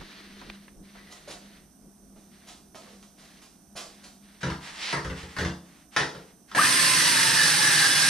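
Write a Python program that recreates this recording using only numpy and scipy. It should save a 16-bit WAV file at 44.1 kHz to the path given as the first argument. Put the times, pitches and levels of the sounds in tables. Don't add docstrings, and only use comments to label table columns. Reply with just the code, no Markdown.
import sys
import numpy as np
from scipy import signal
from scipy.fft import rfft, irfft, next_fast_len
from scipy.io import wavfile
from scipy.ndimage import map_coordinates

SR = 44100
rng = np.random.default_rng(int(sys.argv[2]) if len(sys.argv) > 2 else 0)


def digitize_waveform(pressure):
    field = np.atleast_2d(pressure).T
    bounded = np.clip(field, -1, 1)
    quanta = np.round(bounded * 32767).astype(np.int16)
    wavfile.write(sys.argv[1], SR, quanta)


N = 356769


def amp(db):
    return 10 ** (np.asarray(db) / 20)


def unit(x):
    return x / np.sqrt(np.mean(x ** 2) + 1e-20)


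def along(points, hz):
    f, v = np.transpose(points)
    return np.interp(np.log(hz + 1), np.log(f + 1), v)


def curves(rows):
    s, *cols = np.transpose(rows)
    return [np.interp(np.arange(N) / SR, s, c) for c in cols]


def wobble(rate):
    knots = rng.standard_normal(int(N * rate / SR) + 4)
    return map_coordinates(knots, [np.arange(N) * rate / SR])


def filtered(x, response):
    n = x.shape[-1]
    m = next_fast_len(n + 8192)
    return irfft(rfft(x, m) * response(np.fft.rfftfreq(m, 1 / SR)), m)[..., :n]


def colour(x, spectrum):
    return unit(filtered(x, lambda hz: amp(along(spectrum, hz))))


def resonate(x, modes):
    def response(f):
        return sum(amp(db) * 1j * f * w / (c * c - f * f + 1j * f * w) for c, w, db in modes)
    return unit(filtered(x, response))


# (f/Hz, coherence)
COHERENCE = [(120, 0.94), (190, 0.85), (260, 0.82), (400, 0.91), (650, 0.53), (1500, 0.38), (3500, 0.88),
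             (5000, 0.64), (7000, 0.086), (14000, 0.017)]


def diffuse(size):
    def mid_side(hz):
        turn = np.arccos(np.clip(along(COHERENCE, hz), -1, 1)) / 2
        return np.array([np.cos(turn), np.sin(turn)])
    mid, side = filtered(rng.standard_normal((2, size)), mid_side)
    return np.array([mid + side, mid - side])


def pan(db):
    return amp(np.array([np.atleast_1d(db), -np.atleast_1d(db)]) / 2)


def add(track, s, sound):
    part = track[:, round(s * SR):][:, :sound.shape[-1]]
    part += sound[:, :part.shape[-1]]


# (f/Hz, t60/s)
GARAGE_DECAY = [(100, 0.21), (300, 0.85), (800, 0.45), (2000, 0.28), (5000, 0.43), (12000, 0.35)]


def garage(x, wet_db):
    hz, t, z = signal.stft(diffuse(size=SR * 3 // 4), SR, nperseg=256)
    decay = amp(-60 * t / along(GARAGE_DECAY, hz)[:, None])
    tail = signal.istft(z * decay, SR, nperseg=256)[1]
    tail *= amp(wet_db) / np.linalg.norm(tail[0])
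    tail[:, 0] += 1
    wet = signal.fftconvolve(np.atleast_2d(x), tail, axes=1)[:, :x.shape[-1]]
    return wet / np.hypot(1, amp(wet_db))


def stroke(start, length, db, attack, release):
    t = np.arange(N) / SR - start
    fall_db = 60 * np.clip((t - length) / release, 0, 2)
    return np.clip(t / attack, 0, 1) * amp(db - fall_db)


def together(gains):
    return np.sqrt(sum(gain ** 2 for gain in gains))


# (t/s, mean level/dB)
HUM_LEVEL = [(0, -56), (.8, -54.5), (1.3, -60), (4.3, -59.5), (5.8, -68.5)]
# (f/Hz, level/dB per Hz)
ROOM_SPECTRUM = [(15, -26.5), (60, -2.5), (110, -15), (165, -1.5), (300, -4), (380, -12), (480, -23),
                 (680, -11.5), (900, -20), (1500, -22.5), (2200, -31), (5000, -32), (15000, -64)]
# (f/Hz, level/dB per Hz)
HISS_SPECTRUM = [(2000, -30.5), (4500, -16), (5600, -5.5), (6150, 1), (6700, -14), (7300, -14.5),
                 (8700, -0.5), (10300, -7.5), (11200, -15.5), (11900, -4.5), (13200, -14), (14200, -17),
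                 (15000, -36)]


def background():
    hum_hz = 200
    phase = 2 * np.pi * hum_hz * np.arange(N) / SR + 0.46 * wobble(25)
    hum = amp(curves(HUM_LEVEL)[0] + 2.5 * wobble(9)) * unit(np.sin(phase))
    room = amp(-59.0) * colour(diffuse(size=N), ROOM_SPECTRUM)
    hiss = amp(-64.5) * colour(diffuse(size=N), HISS_SPECTRUM) * pan(-11.0)
    return hum + room + hiss


# (start t/s, length t/s, mean level/dB)
JACKET_MOVES = [(-.05, 0.26, -48.5), (.22, .29, -51.5), (.5, 0.16, -59), (.82, 0.15, -58),
                (.92, 0.54, -56.5), (1.47, 0.11, -58.5), (2.3, 0.17, -60.5), (2.78, 0.16, -59),
                (3.16, 0.24, -59), (3.87, 0.18, -59), (4.2, 0.22, -61)]
# (start t/s, length t/s, level/dB)
POCKET_MOVES = [(.95, 0.21, -59.5)]
# (f/Hz, level/dB per Hz)
CLOTH_SPECTRUM = [(180, -26), (300, 1.5), (520, -8.5), (900, -9), (1360, -5), (1900, -1.5), (2500, -6),
                  (4300, -5), (5000, -9.5), (6000, -14.5), (7000, -19), (10800, -48), (15000, -62)]
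# (t/s, starting level/dB, brightness f/Hz, t60/s)
ZIP_TICKS = [(0.011, -40, 1100, 0.076), (0.415, -42, 1280, 0.12), (0.499, -33.5, 2760, 0.027),
             (0.68, -46.5, 1960, 0.06), (0.953, -49.5, 1200, 0.26)]
CLOTH_ATTACK_S, CLOTH_RELEASE_S = 0.038, 0.38
FOLDS_DB, START_M, PACE_M_PER_S = -51.5, 0.28, 0.57


def jacket():
    def moves(rows):
        return together(stroke(s, length, db, CLOTH_ATTACK_S, CLOTH_RELEASE_S) for s, length, db in rows)
    cloth = colour(diffuse(size=N) * amp(1.05 * wobble(700)), CLOTH_SPECTRUM)
    rustle = moves(JACKET_MOVES) * amp(1.23 * wobble(40)) * cloth
    pocket = moves(POCKET_MOVES) * resonate(diffuse(size=N), [(1950, 72, 0)])
    nearness = START_M / (START_M + PACE_M_PER_S * np.arange(N) / SR)
    flapping = colour(diffuse(size=N), [(15, -6), (35, 7), (70, -3), (110, -12.5), (170, 2.5),
                                        (380, -4.5), (700, -18.0), (2000, -58)])
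    folds = nearness * amp(FOLDS_DB + 5.7 * wobble(12.3)) * flapping
    track = rustle + pocket + folds
    t = np.arange(SR // 8) / SR
    for s, db, bright_hz, t60 in ZIP_TICKS:
        spectrum = [(200, -12), (700, -2), (bright_hz, 0), (2 * bright_hz, -15), (14000, -40)]
        tick = colour(diffuse(size=len(t)), spectrum)
        add(track, s, amp(db) * tick * amp(-60 * t / t60))
    return track


# (t/s, scuff level/dB before SCUFF_GAIN_DB, rise t/s, scuff t60/s, dull blow level/dB)
SCUFFS = [(1.099, -47, .026, 0.16, -53), (1.275, -45, 0.0085, 0.22, -43), (1.29, -41.5, .023, 0.14, -39),
          (2.159, -65, 0.017, 1, -51), (2.46, -46.5, 0.028, .29, -66), (2.747, -48, 0.0068, 0.33, -41.5),
          (2.86, -58, 0.029, 0.92, -46.5), (3.026, -49.5, 0.0018, 0.074, -70), (3.17, -56.5, 0.02, 1, -63),
          (3.411, -52, 0.016, 0.3, -64), (3.754, -37, 0.017, 0.31, -42.5), (4.029, -47.5, .014, 0.29, -63)]
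# (f/Hz, level/dB per Hz)
SCUFF_SPECTRUM = [(150, -49), (250, -15), (297, -6.5), (531, -9.5), (699, -1.5), (968, -8.5), (1050, -4.5),
                  (1560, -9), (4930, -7), (6940, -9.5), (9130, -11), (15000, -36.5)]
# (f/Hz, level/dB per Hz)
BLOW_SPECTRUM = [(60, -14), (130, -6), (300, -10), (580, 1), (900, -7), (1600, -16), (3000, -24),
                 (8000, -50)]
SCUFF_GAIN_DB, BLOW_T60_S = 2.5, 0.13


def steps():
    track, t = np.zeros((2, N)), np.arange(SR * 3 // 4) / SR
    for s, db, rise, t60, blow_db in SCUFFS:
        grains = rng.standard_normal(len(t)) * amp(3.5 * rng.standard_normal(len(t)))
        swell = np.minimum(t / rise, amp(-60 * (t - rise) / t60))
        scuff = amp(db + SCUFF_GAIN_DB) * colour(grains, SCUFF_SPECTRUM) * swell
        dull = colour(rng.standard_normal(len(t)), BLOW_SPECTRUM)
        blow = amp(blow_db - 60 * t / BLOW_T60_S) * dull
        add(track, s, garage(scuff + blow, wet_db=1))
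    return track * pan(-2.5)


# (start t/s, length t/s, mean level/dB, rise t/s)
SHOVES = [(4.404, 0.019, -46, 0.0094), (4.592, 0.21, -44, 0.056), (4.771, .15, -37, 0.064),
          (4.98, 0.24, -62, .03), (5.147, 0.096, -45.5, 0.025), (5.266, 0.11, -49.5, .03),
          (5.364, 0.049, -41.5, 0.046), (5.615, 0.21, -60.5, 0.044), (5.908, .04, -45.5, 0.054),
          (6.031, 0.27, -59.5, .03), (6.473, .045, -55.5, .015)]
# (f/Hz, level/dB per Hz)
SLIDE_SPECTRUM = [(120, -46), (200, -19.5), (318, -15), (366, -16.5), (939, -5.5), (1460, -5.5), (1910, -3),
                  (2200, -6), (3090, -7.5), (9140, -17), (14000, -45)]
# (f/Hz, level/dB per Hz)
RASP_SPECTRUM = [(1200, -30), (2000, 3), (3200, 2), (5500, 1), (7000, -15), (10000, -24), (14000, -45)]
RASP_DB, RASP_POWER = -34.5, 2.2
DRAG_RELEASE_S = .25


def drag():
    slide = colour(diffuse(size=N) * amp(0.5 * wobble(500)), SLIDE_SPECTRUM)
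    force = together(stroke(s, length, db, rise, DRAG_RELEASE_S) for s, length, db, rise in SHOVES)
    rasp_gain = amp(RASP_DB) * (force / force.max()) ** RASP_POWER
    rasp = rasp_gain * colour(diffuse(size=N), RASP_SPECTRUM)
    return (slide * force + rasp) * amp(wobble(38)) * pan(-1.2)


def ring(modes, t, attack):
    hz, db, t60 = np.transpose(modes)[:, :, None]
    gain = amp(db + 2 * rng.standard_normal(hz.shape))
    sines = np.sin(2 * np.pi * (hz * t + rng.random(hz.shape)))
    waves = gain * amp(-60 * t / t60) * sines
    return waves.sum(0) * (1 - np.exp(-t / attack)) / np.sqrt(np.sum(gain ** 2) / 2)


# (t/s, clack level/dB, board thud level/dB, boom level/dB)
CONTACTS = [(4.431, -20.5, -25.5, -40), (4.464, -29.5, -25.5, -37), (4.5, -25.5, -35, -37.5),
            (4.927, -15.5, -29.5, -47), (4.968, -32, -31, -42), (5.046, -25.5, -30.5, -30),
            (5.099, -30.5, -31.5, -31), (5.23, -38.5, -38.5, -39), (5.366, -25, -35, -45),
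            (5.386, -21.5, -28.5, -30), (5.411, -24.5, -26.5, -32), (5.449, -23, -25, -32.5),
            (5.964, -10, -34.5, -51), (5.997, -19.5, -30, -42), (6.149, -35.5, -41, -53),
            (6.515, -32.5, -52, -66), (6.549, -16, -35.5, -64)]
# (f/Hz, level/dB per Hz)
CLACK_SPECTRUM = [(100, -26.5), (350, -11), (600, -10.5), (790, -8), (920, -0.5), (1140, -6), (1270, -2),
                  (1500, -5), (1850, 2), (2300, -11.5), (5800, -17.5), (7000, -24.5), (9700, -26),
                  (12500, -57), (15000, -70)]
# (f/Hz, typical level/dB, t60/s)
BOARD_MODES = [(131.8, 3, 0.22), (147.6, -2, 0.42), (178.3, 1, 0.44), (210, -11.5, 0.56),
               (270.3, -7.5, 0.54), (331.5, -4.5, 0.39), (402.2, -5, 0.3), (455, -8, 0.44), (518, -2, 0.19),
               (587, -5, 0.17)]
# (f/Hz, typical level/dB, t60/s)
SAG_MODES = [(54, -3.5, 0.16), (63.3, 0, 0.29), (79.7, 0.5, 0.34)]


def knocks():
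    track, t = np.zeros((2, N)), np.arange(SR * 3 // 4) / SR
    for s, clack_db, thud_db, boom_db in CONTACTS:
        decay = amp(-60 * t / 0.019) + 0.4 * amp(-60 * t / 0.13)
        clack = colour(rng.standard_normal(len(t)), CLACK_SPECTRUM) * decay
        clack = amp(clack_db) * garage(clack, wet_db=8)
        thud = amp(thud_db) * ring(BOARD_MODES, t, attack=0.0092)
        boom = amp(boom_db) * ring(SAG_MODES, t, attack=.01)
        add(track, s, (clack + thud + boom) * pan(0.34))
    return track


def chopping(teeth, sharpness, runout, count):
    bite = np.exp(sharpness * np.cos(2 * np.pi * teeth))
    turn = 1 + runout * np.cos(2 * np.pi * teeth / count)
    return unit(bite * turn * diffuse(size=N))


def ripple(x, depth_db, spacing_hz):
    hz = np.arange(0, SR, spacing_hz)
    peaks = rng.standard_normal(len(hz))
    return unit(filtered(x, lambda f: amp(depth_db * np.interp(f, hz, peaks))))


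# (peak t/s, half length t/s, change of ring level/dB, change of whine level/dB)
RING_SWELLS = [(6.586, 0.015, 13.5, 5), (6.595, 0.0098, -9, 15.5), (6.633, 0.023, 8.5, 15.5),
               (6.79, .025, 9.5, 4), (7.03, 0.1, -4, 8), (7.207, 0.058, 5.5, 0), (7.399, .04, 8, 12),
               (7.474, 0.022, -1, 5), (7.688, 0.1, 5.5, 11), (7.852, 0.05, 2.5, 8), (8.06, 0.068, -4, 11)]


def ring_swells():
    s, half, ring_db, whine_db = np.transpose(RING_SWELLS)
    swells = np.exp(-((np.arange(N) / SR - s[:, None]) / half[:, None]) ** 2)
    return ring_db @ swells, whine_db @ swells


# (t/s, teeth striking f/Hz before spin-up and judder)
CUT_SPEED = [(6.7, 1110), (6.8, 1052), (7.0, 1002), (7.15, 925), (7.22, 895), (7.31, 914), (7.4, 867),
             (7.5, 828), (7.62, 862), (7.72, 838), (7.87, 795), (8.09, 809)]
# (f/Hz, width/Hz, level/dB)
BLADE_MODES = [(1654, 61, 0), (1755, 13, 9.5), (1840, 50, -15.5)]
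# (f/Hz, width/Hz, level/dB)
BLADE_OVERTONES = [(2089, 14, 0), (2462, 12, -3), (2611, 18, -3), (2767, 8, 1), (2923, 10, 0),
                   (3047, 12, -1), (3433, 12, 2), (3827, 16, 1), (3984, 16, -2), (4443, 14, 1),
                   (4520, 18, 0), (4910, 16, 0), (5131, 16, 3), (5361, 12, 0), (5861, 22, 1),
                   (6185, 12, -4), (7930, 14, -2)]
# (f/Hz, level/dB per Hz)
TEARING_SPECTRUM = [(300, -32.5), (600, -12.5), (900, -6.5), (1200, -2), (1450, 0), (1900, 2.5),
                    (2500, -7.5), (3300, -3.5), (4500, 3.5), (5700, 0.5), (7000, -5), (10000, -1.5),
                    (15000, -39)]
MOTOR_SPECTRUM = [(500, -17.5), (1100, -4), (2500, 1.5), (4000, -8.5), (6500, -8.5), (7400, -24.5),
                  (8200, 0.5), (9100, 3), (9600, -6.5), (10300, -4.5), (11100, -13.5), (12200, -10.5),
                  (13500, -17.5), (15000, -41.5)]
SHAKING_SPECTRUM = [(41, -47), (70, -25), (124, -1.5), (174, 2.5), (210, -16), (253, -2.5), (334, -5.5),
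                    (430, -11.5), (600, -12.5), (780, -61), (1320, -120)]
# (f/Hz, left minus right level/dB)
SAW_LEAN = [(300, 0.5), (700, -0.5), (1300, 2.5), (2300, 2), (4300, -3), (8000, -7), (13000, 1)]
# (level/dB at top speed,
# level/dB more per octave that the cut slows it, level/dB more under the strain of the start)
TEARING_LAW = (-28.5, 3.5, 0)
MOTOR_LAW = (-23, -7.5, 4)
SHAKING_LAW = (-38, -3, 0)
BLADE_LAW = (-36, 12.6, 8.6)
TOOTH_TONE_LAW = (-32, -22, -14)
WHINE_LAW = (-38.5, 13.5, 5.7)
SWITCH_ON_S, JUMP_SHARE, SPIN_UP_S, STRAIN_S = 6.547, .1, .094, 0.13
RUSH_DB_PER_OCTAVE = 7.5


def saw():
    age = np.maximum(np.arange(N) / SR - SWITCH_ON_S, 0)
    speed, = curves(CUT_SPEED)
    spin = np.tanh(JUMP_SHARE + age / SPIN_UP_S)
    load = np.log2(speed.max() / speed)
    strain = np.exp(-(age / STRAIN_S) ** 2)

    def level(law):
        return law[0] + law[1] * load + law[2] * strain

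    rush_db = RUSH_DB_PER_OCTAVE * np.log2(spin)
    ring_db, whine_db = ring_swells()
    judder = .014 * wobble(70)
    teeth = np.cumsum(speed * spin * (1 + judder)) / SR
    chops = chopping(teeth, sharpness=0.21, runout=0.17, count=18)
    grain_db = 0.84 * wobble(30)

    blade = amp(level(BLADE_LAW) + ring_db + grain_db) * resonate(chops, BLADE_MODES)
    overtones = amp(level(TEARING_LAW) + rush_db) * resonate(diffuse(size=N), BLADE_OVERTONES)
    tearing_db = level(TEARING_LAW) + rush_db + grain_db + 2.5
    tearing = amp(tearing_db) * colour(chops, TEARING_SPECTRUM)
    rush = ripple(colour(diffuse(size=N), MOTOR_SPECTRUM), depth_db=3.5, spacing_hz=27.8)
    motor = amp(level(MOTOR_LAW) + rush_db + 0.63 * wobble(40)) * rush
    tooth = amp(level(TOOTH_TONE_LAW) + 3.3 * wobble(55)) * np.sin(2 * np.pi * teeth)
    flutter_db = 3 * wobble(110)
    whine = amp(level(WHINE_LAW) + whine_db + flutter_db) * np.sin(4 * np.pi * teeth)

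    sound = blade + overtones + tearing + motor + garage(tooth + whine, wet_db=-2)
    sound = filtered(sound, lambda hz: pan(along(SAW_LEAN, hz)))
    board = amp(level(SHAKING_LAW)) * colour(chops[0], SHAKING_SPECTRUM)
    onset = np.minimum(age / 0.0049, 1)
    return onset * (sound + board)


def scene():
    return background() + jacket() + steps() + drag() + knocks() + saw()


# (f/Hz, phase lead of the left/rad)
PORT_PHASE = [(300, 0), (1640, 0.3), (2150, -0.2), (3000, 0), (4740, 0.87), (6600, 0.5), (8400, 3.5),
              (10900, 7)]
TOP_HZ = 15200


def record(dry):
    def ports(hz):
        return (hz < TOP_HZ) * np.exp(.5j * np.outer([1, -1], along(PORT_PHASE, hz)))
    return filtered(dry, ports)


dry = scene()
out = record(dry)
digitize_waveform(out)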